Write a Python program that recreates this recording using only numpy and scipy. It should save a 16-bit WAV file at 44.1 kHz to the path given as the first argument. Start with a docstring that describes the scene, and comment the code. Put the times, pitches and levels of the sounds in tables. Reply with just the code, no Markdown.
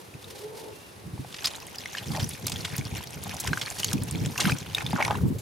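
"""Scooping wet mud into a sieve

Two hands scoop wet mud and small fish from a shallow puddle into a plastic sieve, outdoors.
The sieve scrapes on the soil as shaped noise around a hollow note. Air pockets pop as rising sines, wet films
smack and snap as noise bursts, and the slurry crackles and sloshes as clumps of tiny rings over filtered noise.
Low thuds and rumble land under it; slurry and rumble gain level as the work goes on. A faint hush lies behind.
"""
import sys
import numpy as np
from scipy import signal
from scipy.fft import rfft, irfft, next_fast_len
from scipy.io import wavfile
from scipy.ndimage import uniform_filter1d, map_coordinates

SR = 44100
rng = np.random.default_rng(int(sys.argv[2]) if len(sys.argv) > 2 else 0)


def transcribe(u):
    """Save the signal u as a 16-bit wav file named by the first command-line argument.

    u: samples, shape (n,) or (channels, n), limited to [-1, 1]; the rate is SR.
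    q: integer samples, one column per channel.
    """
    v = np.clip(np.atleast_2d(u).T, -1, 1)
    q = np.round(v * 32767).astype(np.int16)
    wavfile.write(sys.argv[1], SR, q)


N = 238889

# outdoor background spectrum: (frequency [Hz], level [dB])
AIR_SPECTRUM = [(20, -37), (60, -40), (130, -20), (280, -13.5), (430, -11.5), (620, -16.5), (950, -17.5),
                (1400, -21), (2700, -26), (7000, -63), (10000, -31.5), (16000, -68)]
# left-right correlation of the background: (frequency [Hz], correlation [-1 to 1])
AIR_CORRELATION = [(60, -0.3), (300, 0.48), (1400, -0.39), (3100, 0.57), (7000, 1)]
# sieve dragged over the soil: (time [s], hollow level [dB], grit level [dB])
DRAG = [(0, -51, -56), (.15, -84, -60.5), (.28, -53, -51.5), (.4, -48.5, -49), (.5, -47, -58.5),
        (.6, -46, -46.5), (.7, -46.5, -59), (.76, -54, -54), (1.05, -86, -60.5), (1.32, -90, -50.5),
        (1.5, -100, -80)]
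# hollow note as the sieve is pushed home: (time [s], pitch [Hz], level [dB])
SIEVE_NOTE = [(.25, 385, -64), (.37, 405, -50), (.55, 440, -47.5), (.69, 428, -44.5), (.76, 425, -72),
              (.9, 425, -120)]
# hollow scrape spectrum: (frequency [Hz], level [dB])
SIEVE_SPECTRUM = [(250, -14), (360, 0), (405, 1.5), (455, 2), (520, -1.5), (700, -13), (920, -7.5),
                  (1200, -27), (3000, -48)]
# fine grit and hiss spectrum: (frequency [Hz], level [dB])
GRIT_SPECTRUM = [(900, -5.5), (1600, -2), (2600, 0.5), (3600, 2.5), (5500, 0.5), (7500, -4), (9500, -2),
                 (14000, -7), (16000, -18)]
# low rumble of the ground: (frequency [Hz], level [dB])
GROUND_SPECTRUM = [(20, -35), (40, -42), (65, -0.5), (110, 5.5), (190, -2.5), (300, -14.5), (450, -11.5),
                   (900, -42)]
# mud giving way under a blow: (frequency [Hz], level [dB])
SQUASH_SPECTRUM = [(60, -29), (150, 7), (260, 1), (340, -3), (480, -43), (900, -23), (3000, -67)]
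# hands leaning on the mud: (time [s], hold [s], level [dB])
PRESSES = [(1.057, 0.17, -44), (2.068, 0.23, -36), (2.438, 0.22, -38), (2.717, 0.27, -41),
           (3.178, 0.16, -39), (3.474, 0.056, -34.5), (3.91, 0.4, -33.5), (4.436, 0.096, -33.5),
           (4.854, 0.065, -33), (5.06, 0.13, -36), (5.223, 0.14, -30.5)]
# heaviest blows of hands and mud on the ground: (time [s], relative level [dB], centre pitch [Hz])
THUDS = [(0.146, -31.5, 130), (1.06, -27, 151), (1.134, -24.5, 107), (1.19, -22, 123), (2.101, -20.5, 165),
         (2.224, -15, 126), (2.455, -25, 120), (2.729, -25.5, 137), (2.785, -17, 133), (2.922, -22, 109),
         (3.506, -19, 181), (3.935, -17.5, 189), (3.952, -21, 263), (4.014, -18, 114), (4.121, -21, 119),
         (4.147, -20.5, 153), (4.211, -16, 126), (4.264, -19.5, 181), (4.444, -18, 158),
         (4.462, -14.5, 206), (4.523, -15.5, 134), (4.841, -21.5, 138), (4.934, -15.5, 186),
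         (5.232, -9.5, 121), (5.25, -14, 175), (5.301, -17.5, 217.6)]
# muddy water spraying and draining through the mesh: (time [s], hold [s], level [dB])
SPRAYS = [(2.094, 0.25, -51.5), (2.454, 0.39, -57), (3.407, 0.3, -55), (3.774, 0.15, -45.5),
          (4.41, 0.13, -46.5)]
# spray spectrum: (frequency [Hz], level [dB])
SPRAY_SPECTRUM = [(2000, -22), (5000, 4), (7500, 1), (10000, 2.5), (13500, -4), (16000, -15)]
# span with the hands in the puddle: (start [s], hold [s])
WORK = (1.38, 3.77)
# fingers squeezing through the slurry: (time [s], hold [s], crackle level [dB], slosh level [dB])
SQUEEZES = [(1.434, 0.12, -45, -46.5), (1.805, 0.33, -46.5, -50.5), (2.116, 0.12, -43.5, -44),
            (2.485, 0.32, -46, -48.5), (2.727, 0.037, -45, -48), (2.944, 0.036, -41.5, -47),
            (3.224, 0.29, -45.5, -47), (3.434, 0.29, -43, -45), (3.757, 0.196, -43.5, -44),
            (4.085, .14, -46.5, -50.5), (4.414, 0.088, -35.5, -38.5), (4.769, 0.051, -42.5, -38.5),
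            (4.962, 0.19, -44.5, -36.5)]
# stirred mud spectrum: (frequency [Hz], level [dB])
SLURRY_SPECTRUM = [(700, 6.5), (1500, -6.5), (2300, 6.5), (3500, 6), (4800, 2), (6500, 4), (7500, -1.5),
                   (10000, -1), (14000, -5), (16000, -14)]
# sloshing water spectrum: (frequency [Hz], level [dB])
PUDDLE_SPECTRUM = [(300, 3.5), (550, 0), (850, 4.5), (1200, -4), (1600, -1), (2600, -16), (5000, -51)]
# mud gurgling through the hollow of the palms: (time [s], length [s], level [dB], cavity pitch [Hz])
SQUELCHES = [(2.151, 0.037, -35.5, 830), (2.73, .025, -41.5, 1700), (3.289, 0.038, -45.5, 2310),
             (3.459, 0.036, -38.5, 1800), (3.611, 0.021, -43.5, 1690), (3.666, 0.016, -38, 1750),
             (3.881, 0.008, -35.5, 3500), (3.919, 0.024, -45.5, 826), (4.351, 0.014, -39, 1470),
             (4.392, 0.0098, -34.5, 860), (4.428, .045, -35, 2330), (4.47, 0.023, -34, 1030),
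             (4.983, 0.026, -29, 863), (4.989, 0.024, -30.5, 1980), (5.089, 0.041, -32.5, 940)]
# taut little films that snap: (time [s], relative level [dB], centre frequency [Hz])
TICKS = [(1.602, -34, 5240), (1.667, -30, 9000), (1.757, -27, 5000), (2.201, -24, 4500),
         (2.291, -21.5, 9900), (2.765, -21.5, 11500), (2.852, -26, 5030), (3.072, -27, 5050),
         (3.106, -31.5, 8100), (3.237, -23, 9900), (3.294, -25, 4220), (3.344, -34, 9000),
         (3.367, -27, 6000), (3.577, -24, 7000), (3.63, -29, 4770), (3.702, -22, 6550), (4.021, -28, 4570),
         (4.035, -23, 9100), (4.111, -20.5, 8250), (4.585, -24.5, 6500)]
# loudest wet films that tear or slap: (time [s], relative level [dB], centre frequency [Hz], decay [s])
SMACKS = [(1.325, -33.5, 4200, 0.0037), (1.342, -28.5, 3570, 0.0062), (1.363, -34.5, 3900, 0.0059),
          (1.388, -31.5, 3000, 0.0052), (1.421, -31, 4200, 0.004), (1.442, -26, 3850, 0.0037),
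          (1.443, -23, 4250, 0.018), (1.469, -21.5, 4700, 0.0098), (1.968, -32.5, 3130, 0.025),
          (2.195, -32.5, 3760, 0.019), (2.467, -16, 9500, 0.0042), (2.48, -22.5, 4380, 0.004),
          (2.496, -24.5, 7900, 0.0047), (2.518, -24, 4970, 0.0072), (2.647, -23.5, 3800, 0.011),
          (2.779, -22.5, 7600, 0.0041), (3.399, -23.5, 9300, 0.011), (3.473, -19, 4850, 0.005),
          (3.532, -37, 2000, 0.0034), (3.613, -21, 4220, 0.0077), (3.783, -30.5, 6000, .012),
          (3.796, -25, 5700, 0.0085), (3.8443, -8.5, 6700, 0.0027), (3.913, -25.5, 4200, 0.0032),
          (3.930, -15.5, 6600, 0.0041), (4.259, -19.5, 4600, 0.0027), (4.376, -23, 6000, 0.0055),
          (4.394, -29, 1850, 0.016), (4.401, -16, 4700, 0.009), (4.494, -21.5, 3300, 0.0045),
          (4.806, -25, 2380, 0.0051), (5.0484, -17.5, 4460, 0.003), (5.078, -22.5, 3720, 0.0028),
          (5.108, -18, 1560, 0.0023), (5.383, -39.5, 6600, 0.02)]
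# largest air pockets that open and ring: (time [s], relative level [dB], starting pitch [Hz])
BUBBLES = [(0.14, -37, 2450), (0.243, -34, 3660), (1.178, -37, 860), (1.247, -31.5, 750),
           (1.452, -17.5, 3850), (1.457, -12.5, 4800), (1.553, -30, 3840), (1.784, -24.5, 4770),
           (1.858, -23, 2000), (1.95, -22, 1680), (1.983, -20.5, 2890), (2.228, -25.5, 4760),
           (2.243, -24.5, 5680), (2.560, -24, 3300), (2.811, -28.5, 2220), (3.007, -29.5, 900),
           (3.267, -29.5, 755), (3.312, -28.5, 2300), (3.449, -27, 920), (3.532, -12, 1500),
           (3.574, -18.5, 1480), (3.832, -17, 2900), (4.379, -17.5, 2600), (4.454, -16.5, 1490),
           (4.498, -18, 1500), (4.52, -15.5, 2370), (4.748, -11.5, 3600), (4.783, -18.5, 2430),
           (4.864, -20.5, 3430), (4.931, -16, 795), (4.977, -24.5, 1240), (5.004, -18, 780),
           (5.025, -11.5, 2110), (5.051, -18.5, 2070), (5.081, -16, 870), (5.1078, -11, 825),
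           (5.153, -22.5, 970)]

TOP_HZ = 15900  # band limit
TRICKLE_DB, SEEP_DB = -51, -53  # crackle and slosh of draining mud, as the work begins
REST_DB = -53  # rumble between presses, as the work begins
WETTER_DB_PER_S, HEAVIER_DB_PER_S = 1.02, 3  # growth of draining and of resting rumble
# ring time at this pitch; larger pockets ring slightly longer
POP_LIFE_S, POP_LIFE_HZ, POP_LIFE_EXPONENT = 0.0032, 2000, 0.023


def amp(db):
    """Decibels to gain."""
    return 10 ** (np.asarray(db) / 20)


def unit(x):
    """Scale to rms 1."""
    return x / np.sqrt(np.mean(x ** 2) + 1e-20)


def along(points, hz):
    """(Hz, value) points read on a log axis."""
    f, v = np.transpose(points)
    return np.interp(np.log(hz + 1), np.log(f + 1), v)


def curves(rows):
    """One value per sample for each column after the time."""
    times_s, *columns = np.transpose(rows)
    return [np.interp(np.arange(N) / SR, times_s, column) for column in columns]


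def wobble(rate_hz):
    """A smooth random curve, rate_hz knots a second."""
    knots = rng.standard_normal(int(N * rate_hz / SR) + 4)
    return map_coordinates(knots, [np.arange(N) * rate_hz / SR])


def noise_pair(size=N):
    """Two independent white noises."""
    return rng.standard_normal((2, size))


def filtered(x, response):
    """x times a response of frequency."""
    n = x.shape[-1]
    m = next_fast_len(n + 4096)
    return irfft(rfft(x, m) * response(np.fft.rfftfreq(m, 1 / SR)), m)[..., :n]


def coloured(x, spectrum):
    """x through (Hz, dB) points, at rms 1."""
    return unit(filtered(x, lambda hz: amp(along(spectrum, hz))))


def octave_bell(f, hz, octaves):
    """Gaussian response around hz on an octave axis."""
    return np.exp(-.5 * (np.log2((f + 1) / hz) / octaves) ** 2)


def stereo(pair, side_db):
    """Left and right from a shared signal and a scaled difference."""
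    return pair[0] + amp(side_db) * np.array([pair[1], -pair[1]])


def add(track, s, sound):
    """Mix a sound into a track at a time."""
    part = track[..., max(round(s * SR), 0):][..., :sound.shape[-1]]
    part += sound[..., :part.shape[-1]]


def stroke(s, length_s, attack_s, release_s):
    """Gain of one movement: it swells, holds for its length and dies away."""
    t = np.arange(N) / SR - s
    return np.exp(np.minimum(t, 0) / attack_s - np.maximum(t - length_s, 0) / release_s)


def busier(db_per_s):
    """Gain that grows from the moment the work begins."""
    return amp(db_per_s * np.maximum(np.arange(N) / SR - WORK[0], 0))


def resonance(hz, width_hz):
    """Two narrow noises of rms 1 that follow a pitch curve."""
    a, b = filtered(rng.standard_normal((2, 2, len(hz))), lambda f: 1 / (1 + (f / width_hz) ** 3))
    phase = 2 * np.pi * np.cumsum(hz) / SR
    return unit(a * np.cos(phase) + b * np.sin(phase))


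def grains(rate_hz, pitch_hz, spread, life_s, size_db, count=3, size=N):
    """Tiny bursts, rms 1 overall: each collapses a few bubbles of unrelated pitch within milliseconds."""
    bursts = np.repeat(rng.random((int(rate_hz * size / SR), 2)), count, axis=0)
    u = rng.random((len(bursts), 4))
    hz = np.minimum(pitch_hz * np.exp(spread * (2 * u[:, :1] - 1)), TOP_HZ)
    # one size per burst, one share per bubble
    strength = amp(size_db * np.minimum(-np.log(bursts[:, 1:]), np.pi)) * u[:, 1:2]
    strength = strength * (hz / pitch_hz) ** .4
    k = np.arange(SR // 120)
    age = k / SR / (life_s * np.exp(u[:, 2:3] - .5))
    ring = strength * np.sin(2 * np.pi * hz * k / SR) * np.sqrt(age) * np.exp(-age)
    start = (bursts[:, :1] * size + u[:, 3:] * 4 * life_s * SR).astype(int)
    return unit(np.bincount((start + k).ravel(), ring.ravel(), size)[:size])


def air(level_db=-50, hiss_db=-59):
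    """A faint, wide outdoor hush with a little hiss: noise with a set left-right correlation by frequency."""
    def mid_side_gains(hz):
        angle = np.arccos(np.clip(along(AIR_CORRELATION, hz), -1, 1)) / 2
        return np.array([np.cos(angle), np.sin(angle)])

    mid, side = filtered(noise_pair(), mid_side_gains)
    hush = coloured(np.array([mid + side, mid - side]), AIR_SPECTRUM)
    hiss = stereo(coloured(noise_pair(), GRIT_SPECTRUM), side_db=-1.5)
    return amp(level_db) * hush + amp(hiss_db) * hiss


def whistle(s=.73, length_s=.17, hz=2729, level_db=-59.5):
    """A thin, faint whistle sounds briefly: one narrow resonance."""
    gain = amp(level_db) * stroke(s, length_s, attack_s=.02, release_s=.02)
    return gain * resonance(np.full(N, hz), width_hz=12)


def sieve(octave_db=-11):
    """The plastic sieve shifts over the soil: a hollow scrape, a faint gliding note and fine grit on top."""
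    hollow_db, grit_db = curves(DRAG)
    note_hz, note_db = curves(SIEVE_NOTE)
    hollow = amp(hollow_db) * stereo(coloured(noise_pair(), SIEVE_SPECTRUM), side_db=-2.0)
    partials = resonance(note_hz, width_hz=9.0) + amp(octave_db) * resonance(2 * note_hz, width_hz=32)
    note = amp(note_db) * stereo(partials, side_db=-25)
    grit_gain = amp(grit_db + 2.84 * wobble(118.0))
    grit = grit_gain * stereo(coloured(noise_pair(), GRIT_SPECTRUM), side_db=-10)
    return hollow + note + grit


def kneading(attack_s=0.039, release_s=0.03, squash_db=-11):
    """Each press of the hands raises a lumpy low rumble and squashes mud aside; a little rumble stays between."""
    press = sum(amp(db) * stroke(s, length_s, attack_s, release_s) for s, length_s, db in PRESSES)
    rest = amp(REST_DB) * busier(HEAVIER_DB_PER_S)
    lumps = unit(amp(3.5 * wobble(45)))
    rumble = stereo(coloured(noise_pair(), GROUND_SPECTRUM), side_db=-9)
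    squash = stereo(coloured(noise_pair(), SQUASH_SPECTRUM), side_db=-8.0)
    return lumps * (np.maximum(press, rest) * rumble + amp(squash_db) * press * squash)


def thuds(swell_s=0.0053, sag=0.06, push_db=-2, squash_db=-13, squash_s=0.029, side_db=0):
    """Soft contacts push the damp ground as a short, sagging low sine while the mud squashes aside."""
    out, t = np.zeros((2, N)), np.arange(SR // 8) / SR
    age = t / swell_s
    swell = age ** 2 * np.exp(2 * (1 - age))
    give = (1 - np.exp(-age)) * np.exp(-(t / squash_s) ** 2)
    for s, db, hz in THUDS:
        sagging_hz = hz * (1 + sag * (np.exp(-age) * 2 - 1))
        push = swell * np.sin(2 * np.pi * np.cumsum(sagging_hz) / SR)
        squash = stereo(coloured(noise_pair(len(t)), SQUASH_SPECTRUM), side_db) * give
        squash *= hz / 150  # quicker blows squash more
        add(out, s, amp(db + push_db) * push + amp(db + squash_db) * squash)
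    return out


def spray(attack_s=0.1, release_s=0.016, spatter_db=3):
    """Countless tiny droplets make a bright, spattering hiss: dense grains and noise under a fast wobble."""
    flow = sum(amp(db) * stroke(s, length_s, attack_s, release_s) for s, length_s, db in SPRAYS)
    drops = grains(rate_hz=2000, pitch_hz=7500, spread=.7, life_s=.0004, size_db=3.5)
    hiss = coloured(np.array([drops, rng.standard_normal(N)]), SPRAY_SPECTRUM)
    spatter = unit(amp(spatter_db * wobble(300)))
    return flow * spatter * stereo(hiss, side_db=-10)


def stirring(attack_s=0.03, release_s=0.03, enter_s=0.05, settle_s=0.025):
    """Gain of the crackle and of the slosh: squeezes over a growing drainage."""
    draining = stroke(*WORK, enter_s, settle_s) * busier(WETTER_DB_PER_S)
    crackle, slosh = amp(TRICKLE_DB) * draining, amp(SEEP_DB) * draining
    for s, length_s, crackle_db, slosh_db in SQUEEZES:
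        squeeze = stroke(s, length_s, attack_s, release_s)
        crackle = np.maximum(crackle, amp(crackle_db) * squeeze)
        slosh = np.maximum(slosh, amp(slosh_db) * squeeze)
    return crackle, slosh


def slurry(crackle, slosh):
    """Stirred mud crackles in fine bubbles and ringing beads over rough fizz; water sloshes with larger bubbles."""
    clumps = amp(2 * wobble(70))
    fine = grains(rate_hz=750, pitch_hz=4400, spread=1.15, life_s=.00046, size_db=5.9, count=3)
    beads = grains(rate_hz=230, pitch_hz=3200, spread=.65, life_s=.001, size_db=5, count=2)
    coarse = grains(rate_hz=330, pitch_hz=1400, spread=.7, life_s=.00095, size_db=5, count=2)
    rough = unit(amp(3.5 * wobble(300)))
    fizz = rough * stereo(coloured(noise_pair(), SLURRY_SPECTRUM), side_db=-3.5)
    wash = stereo(coloured(noise_pair(), PUDDLE_SPECTRUM), side_db=6.5)
    mud = amp(-1) * coloured(fine, SLURRY_SPECTRUM) + amp(-4) * beads + amp(-4) * fizz
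    water = amp(-2) * coloured(coarse, PUDDLE_SPECTRUM) + amp(-9) * wash
    return clumps * (crackle * mud + slosh * water)


def squelches(spread=0.31, cycles=1.255, release_s=0.0021):
    """Mud pushed through the palms gurgles: a quick, uneven run of small bubbles around the hollow's pitch."""
    out = np.zeros(N)
    for s, length_s, db, hz in SQUELCHES:
        size = int((length_s + 2 * release_s) * SR)
        run = grains(rate_hz=600, pitch_hz=hz, spread=spread, life_s=cycles / hz,
                     size_db=3, count=2, size=SR // 10)[:size]
        fade = np.minimum((size - np.arange(size)) / (2 * release_s * SR), 1)
        add(out, s, amp(db) * unit(run * fade))
    return out


def ticks(decay_s=0.0023, attack_s=0.00015, octaves=0.27, trim_db=-4, skirt_db=-15, side_db=-13):
    """A taut film of mud breaks at once: one crisp burst of band noise over a flat skirt."""
    out, t = np.zeros((2, N)), np.arange(SR // 50) / SR
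    shape = np.exp(-t / decay_s) * (1 - np.exp(-t / attack_s))
    shape_rms = np.sqrt(np.mean(shape ** 2))
    for s, db, hz in TICKS:
        snap = filtered(noise_pair(len(t)), lambda f: octave_bell(f, hz, octaves) + amp(skirt_db))
        add(out, s, amp(db + trim_db) * stereo(unit(snap * shape), side_db) * shape_rms)
    return out


def smacks(octaves=0.84, snap_db=0.0, cavity_db=3.0, trim_db=-1, side_db=-14):
    """A tearing film is a short noise burst, coloured by the small cavities that open behind it."""
    out, t = np.zeros((2, N)), np.arange(SR // 15) / SR
    cavity_hz = np.geomspace(500, TOP_HZ, 24)
    for s, db, hz, decay_s in SMACKS:
        # at snap_db = 0 the noise stays even; higher values break it into snaps
        unevenness = unit(uniform_filter1d(rng.standard_normal(len(t)), 30))
        snaps = noise_pair(len(t)) * amp(snap_db * unevenness)
        burst = filtered(snaps, lambda f: octave_bell(f, hz, octaves) / np.sqrt(1 + f / hz) + 0.21 * (f < hz))
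        cavities = np.transpose([cavity_hz, cavity_db * rng.standard_normal(len(cavity_hz))])
        burst = coloured(burst, cavities)
        shape = np.exp(-(t / decay_s) ** 1.52) * (1 - np.exp(-t / 0.0015))
        shape_rms = np.sqrt(np.mean(shape ** 2))
        add(out, s, amp(db + trim_db) * stereo(unit(burst * shape), side_db) * shape_rms)
    return out


def bubbles(rise=0.054, tick_db=-13, tick_s=0.004, overtone=2.6, overtone_db=-19):
    """Each pocket opens with a tick, rings upward as its mouth widens, and is choked by the mud."""
    out, t = np.zeros(N), np.arange(SR // 25) / SR
    for s, db, hz in BUBBLES:
        age = t / (POP_LIFE_S * (POP_LIFE_HZ / hz) ** POP_LIFE_EXPONENT)
        phase = 2 * np.pi * np.cumsum(hz * (1 + rise * np.minimum(age, 2))) / SR
        # only low pockets carry the overtone
        upper = amp(overtone_db) * np.sin(overtone * phase) * (overtone * hz < TOP_HZ / 2)
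        ring = (np.sin(phase) + upper) * np.exp(-age ** 1.4) * (1 - np.exp(-t / 0.00026))
        tick = unit(filtered(rng.standard_normal(len(t)), lambda f: f / hz / (1 + (f / (1.37 * hz)) ** 3)))
        add(out, s, amp(db) * (ring + amp(tick_db) * tick * np.exp(-t / tick_s)))
    return out


def banks(x, t60_s=0.057):
    """The earth walls of the pit scatter a very short echo, different at each ear: decaying noise tails."""
    t = np.arange(SR // 8) / SR
    tail = noise_pair(len(t)) * amp(-60 * t / t60_s) * (1 - np.exp(-t / 0.0021))
    return signal.fftconvolve(x[None], tail / np.linalg.norm(tail[0]), axes=1)[:, :N]


def scene():
    """Wet sounds and their echo in the pit, over the thuds, the sieve and the open air."""
    background = air() + whistle()
    ground = sieve() + kneading() + thuds()
    crackle, slosh = stirring()
    wet = spray() + slurry(crackle, slosh) + squelches() + ticks() + smacks() + bubbles()
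    return background + ground + wet + amp(-14.0) * banks(wet.mean(0))


def record(dry, low_hz=50):
    """The microphone loses the deepest bass and keeps nothing above its band limit."""
    return filtered(dry, lambda hz: (hz < TOP_HZ) * hz ** 2 / np.sqrt(hz ** 4 + low_hz ** 4))


dry = scene()
out = record(dry)
transcribe(out)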